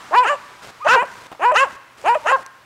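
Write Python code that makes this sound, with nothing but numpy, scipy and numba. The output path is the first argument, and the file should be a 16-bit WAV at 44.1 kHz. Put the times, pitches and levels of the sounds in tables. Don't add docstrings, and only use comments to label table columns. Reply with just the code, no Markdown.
import sys
import numpy as np
from scipy import signal
from scipy.fft import rfft, irfft
from scipy.io import wavfile
from scipy.ndimage import uniform_filter1d
from numba import njit

SR = 44100
rng = np.random.default_rng(int(sys.argv[2]) if len(sys.argv) > 2 else 0)


def log_audio(samples):
    frames = np.atleast_2d(samples).T
    limited = np.clip(frames, -1, 1)
    pcm = np.round(limited * 32767).astype(np.int16)
    wavfile.write(sys.argv[1], SR, pcm)


N = 116865
T = np.arange(N) / SR
TOP_HZ = 15600

# freq_hz, level_db
GRAIN_COLOUR = [(1200, -1), (8000, -15.5), (15000, -30.5)]
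# freq_hz, level_db
YARD_COLOUR = [(550, -11.5), (1150, -3), (3000, -7), (12000, -10)]


def amp(db):
    return 10 ** (np.asarray(db) / 20)


def unit(x):
    return x / np.sqrt(np.mean(x ** 2))


def colour(x, points):
    hz, db = np.array(points).T
    size = 2048
    bins_hz = np.arange(size // 2 + 1) * SR / size
    curve_db = np.interp(np.log(bins_hz + 1), np.log(hz), db)
    cepstrum = irfft(np.log(amp(curve_db)))
    cepstrum[1:size // 2] *= 2
    cepstrum[size // 2 + 1:] = 0
    impulse = irfft(np.exp(rfft(cepstrum)))
    return signal.fftconvolve(x, impulse)[:len(x)]


def noise(points):
    return unit(colour(rng.standard_normal(N), points))


def wobble(hz):
    return np.interp(T * hz, np.arange(N), rng.standard_normal(N))


@njit
def resonate(x, hz, width):
    y, band, low = np.empty(len(x)), 0., 0.
    for i in range(len(x)):
        g = np.tan(np.pi * hz[i] / SR)
        damping = width / hz[i]
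        v = (band + g * (x[i] - low)) / (1 + g * (g + damping))
        band = 2 * v - band
        low = low + 2 * g * v
        y[i] = damping * v
    return y


def background(air_db=-51.5, hum_db=-65.5, hum_hz=120, linger_db=-40, linger_s=1):
    # freq_hz, level_db
    air_colour = [(100, -11.5), (1500, -5.5), (8000, -24.5), (15000, -31)]
    air = amp(air_db) * noise(air_colour)
    hum = amp(hum_db) * np.sqrt(2) * np.sin(2 * np.pi * hum_hz * T)
    ring = unit(colour(noise(YARD_COLOUR), GRAIN_COLOUR))
    return air + hum + amp(linger_db) * ring * np.exp(-T / linger_s)


def bark(rows, throat, mouth_db, width_hz):
    fade_s = 0.0055
    jitter, shimmer, hiss_db = 0.072, 0.58, 11.5
    doubling = 0.25
    pressed_db = -5.5
    upper_ratio, upper_db = 1.71, -2.5
    edge_hz, edge_db = 7600, 11.5
    dull_hz = 1900

    times, *controls = np.array(rows).T
    on = (T > times[0] - fade_s) & (T < times[-1] + fade_s)
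    t = T[on]
    remaining = np.interp(t, times[[0, -1]], [1, 0])
    pitch, level_db, rough, mouth, treble_db = (np.interp(t, times, c) for c in controls)
    rough = np.clip(rough, 0, 1)

    unsteady_pitch = pitch * (1 + jitter * rough * wobble(420)[on])
    phase = 2 * np.pi * np.cumsum(unsteady_pitch) / SR
    k = np.arange(1, 48)[:, None]
    strengths = (k * pitch < TOP_HZ) * amp(pressed_db * remaining * (k == 1))
    pulses = unit(np.sum(np.cos(k * phase) * strengths, axis=0))
    pulses = pulses * (1 + doubling * rough * np.cos(phase / 2))
    pulses = pulses * (1 + shimmer * rough * wobble(500)[on])

    air = rng.standard_normal(N)[on] * (1 + np.cos(phase) / 2)
    hiss = amp(hiss_db) * np.sqrt(rough * remaining) * np.diff(air, prepend=0)
    voice = pulses + rough * np.sqrt(rough) * air + hiss

    voice = voice + amp(mouth_db) * resonate(voice, mouth, float(width_hz))
    voice = voice + amp(upper_db) * resonate(voice, mouth * upper_ratio, 2. 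* width_hz)
    rising_edge_hz = edge_hz * (1 - 0.19 * remaining ** 2)
    voice = voice + amp(edge_db) * resonate(voice, rising_edge_hz, 460.0)
    voice = colour(voice, throat)

    body = signal.sosfiltfilt(signal.butter(4, dull_hz, fs=SR, output="sos"), voice)
    voice = body + amp(treble_db) * (voice - body)

    voice /= np.sqrt(uniform_filter1d(voice ** 2, size=400) + 1e-9)
    fade = np.clip(np.minimum(t - times[0], times[-1] - t) / fade_s + 1, 0, 1)
    out = np.zeros(N)
    out[on] = voice * amp(level_db) * fade
    return out


def round_dog():
    # time_s, pitch_hz, level_db, roughness (0-1, clipped), mouth_hz, treble_db
    round_barks = [
        [(.112, 271.1, -30.5, 0.62, 550, -17), (.143, 375.4, -11, 0.25, 1040, -10.5),
         (.165, 480, -12, 0.05, 1010, 6.5), (.185, 496.9, -4.5, 0, 1024, -0.5),
         (.225, 506.6, -15.5, 0.11, 940, -4), (.243, 463, -19.5, .3, 833, 13.5), (.28, 246, -34, 0, 388, -20)],
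        [(.965, 473, -15, 0, 950, 11.5), (.98, 462.4, -11.5, 0, 995, 1.5), (1.014, 507.2, -17.5, 0, 1240, 1),
         (1.03, 592, -18, 1.1, 780, -2.5), (1.052, 501, -34.5, 0.4, 530, 6.5)],
        [(1.397, 255.6, -32, 0.67, 510, 0), (1.43, 372, -17, 0.23, 973, 0.5),
         (1.458, 481.2, -10, 0.1, 1020, -1), (1.503, 505, -12.5, 0.14, 970, -6),
         (1.514, 496, -14, 0.67, 950, -12), (1.521, 660, -15, 0.35, 650, 5), (1.546, 569, -18.5, 0.2, 580, -14)],
        [(2.042, 262.9, -29, .5, 583, -6), (2.062, 334, -16.5, 0.31, 753, 5), (2.095, 464, -10, 0.14, 928, 4.5),
         (2.138, 489.6, -15, 0.13, 980, -7.5), (2.148, 523, -23, 0.56, 920, 12),
         (2.155, 650, -12.5, 0.27, 700, -5), (2.174, 578, -22, 0.27, 580, 1)],
    ]
    # freq_hz, level_db
    round_throat = [(200, -5), (480, 0), (1000, -3), (1400, -8), (1750, -5), (2100, -12), (2450, -5),
                    (2950, -11), (3350, -26), (5500, -41), (9500, -37), (15000, -60)]
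    return sum(bark(rows, round_throat, mouth_db=19.0, width_hz=170) for rows in round_barks)


def sharp_dog():
    # time_s, pitch_hz, level_db, roughness (0-1, clipped), mouth_hz, treble_db
    sharp_barks = [
        [(.252, 413.8, -17, 0.099, 1320, -9.5), (.285, 524.5, -18, 0.23, 1740, 0.5),
         (.303, 597, -14.5, 0.17, 970, -5), (.338, 569, -19, 0.34, 756, -4.5), (.358, 458, -35, 1, 560, 5)],
        [(.85, 266.5, -27.5, 0.51, 550, 3.5), (.869, 316.8, -8, 0.22, 626, -12),
         (.877, 385, -14, 0.62, 1480, -13), (.9, 451.2, -9.5, 0.084, 1270, 0.5),
         (.95, 546.5, -7, 0.43, 1435, -11.5), (.962, 499.5, -10.5, 0.23, 530, -6),
         (.986, 360, -30, 0.28, 400, -32)],
        [(1.542, 330, -30.5, 0.47, 810, 6.5), (1.562, 424.6, -7, 0.11, 1330, -8),
         (1.58, 499.5, -13, 0.054, 1900, 1), (1.605, 534.7, -12.5, 0.14, 1110, 5.5),
         (1.636, 554.5, -9.5, 0.085, 970, -9), (1.655, 421, -27, 0.23, 750, 4),
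         (1.685, 252, -42.5, 0.21, 511, -12)],
        [(2.245, 281.2, -37, 0.31, 590, -12), (2.264, 316.7, -15, 0.29, 630, -6.5),
         (2.273, 397.1, -17.5, 0.18, 1190, -0.5), (2.29, 467.2, -13.5, 0.24, 1780, -7.5),
         (2.317, 528, -14.5, 0.88, 756, -1.5), (2.329, 540, -10, 0.055, 1080, -16),
         (2.355, 529.5, -12, 0.036, 1020, -30), (2.372, 396.5, -30, 0.42, 840, -6),
         (2.412, 221.5, -45, .05, 300, -19)],
    ]
    # freq_hz, level_db
    sharp_throat = [(200, -16.5), (540, 9), (1950, 0.5), (2250, -6.5), (2650, 4.5), (3050, -1.5),
                    (3400, -17), (10000, -26.5), (15000, -63)]
    return sum(bark(rows, sharp_throat, mouth_db=11, width_hz=420) for rows in sharp_barks)


def yard(x, t60_s=1, tail_db=-30):
    # delay_s, level_db
    echo_rows = [(0.045, -15.5), (.14, -27)]
    echoes = sum(amp(db) * np.interp(T - s, T, x, left=0) for s, db in echo_rows)
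    build_up = np.minimum(T / 0.1, 1)
    tail = noise(YARD_COLOUR) * amp(-60 * T / t60_s) * build_up
    diffuse = signal.fftconvolve(x, tail / np.linalg.norm(tail))[:N]
    return colour(echoes, YARD_COLOUR) + amp(tail_db) * diffuse


def crunches(grain_db=3, edge_s=0.004):
    # start_s, length_s, level_db
    crunch_rows = [(0.622, 0.087, -40.5), (1.052, 0.22, -44), (1.646, 0.12, -44.5), (1.974, 0.46, -44.5)]
    level = 0
    for s, length, db in crunch_rows:
        level = level + amp(db) * np.clip(np.minimum(T - s, s + length - T) / edge_s + .5, 0, 1)
    return level * unit(noise(GRAIN_COLOUR) * amp(grain_db * wobble(750)))


def whine(overtone_db=-18):
    # time_s, pitch_hz, level_db
    whine_rows = [(0.804, 922, -37.5), (0.83, 1242, -28.5), (0.866, 1182, -29.5)]
    times, hz, db = np.array(whine_rows).T
    phase = 2 * np.pi * np.cumsum(np.interp(T, times, hz)) / SR
    sounding = (T > times[0]) * (T < times[-1])
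    level = uniform_filter1d(amp(np.interp(T, times, db)) * sounding, size=256)
    return np.sqrt(2) * level * (np.sin(phase) + amp(overtone_db) * np.sin(2 * phase))


def taps(rows, shape, decay_s):
    return noise(shape) * sum(amp(db) * (T >= s) * np.exp(-abs(T - s) / decay_s) for s, db in rows)


def knocks():
    # start_s, level_db
    knock_rows = [(1.317, -28), (1.326, -30), (1.349, -37)]
    # freq_hz, level_db
    knock_colour = [(200, -30), (720, -15), (12000, -57)]
    return taps(knock_rows, knock_colour, decay_s=0.0061)


def ticks():
    # start_s, level_db
    tick_rows = [(2.015, -36), (2.463, -28)]
    # freq_hz, level_db
    tick_colour = [(8000, -3), (15000, -25)]
    return taps(tick_rows, tick_colour, decay_s=0.0011)


def scene():
    echoing = round_dog() + sharp_dog() + whine() + knocks()
    return (echoing + yard(echoing) + crunches() + ticks() + background())[None]


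def record(dry, ceiling=0.56, knee=6, low_hz=70):
    flat = dry / (1 + abs(dry / ceiling) ** knee) ** (1 / knee)
    flat = signal.lfilter(*signal.butter(1, low_hz, "highpass", fs=SR), flat)
    return signal.sosfilt(signal.ellip(8, .2, 80, TOP_HZ, fs=SR, output="sos"), flat)


dry = scene()
out = record(dry)
log_audio(out)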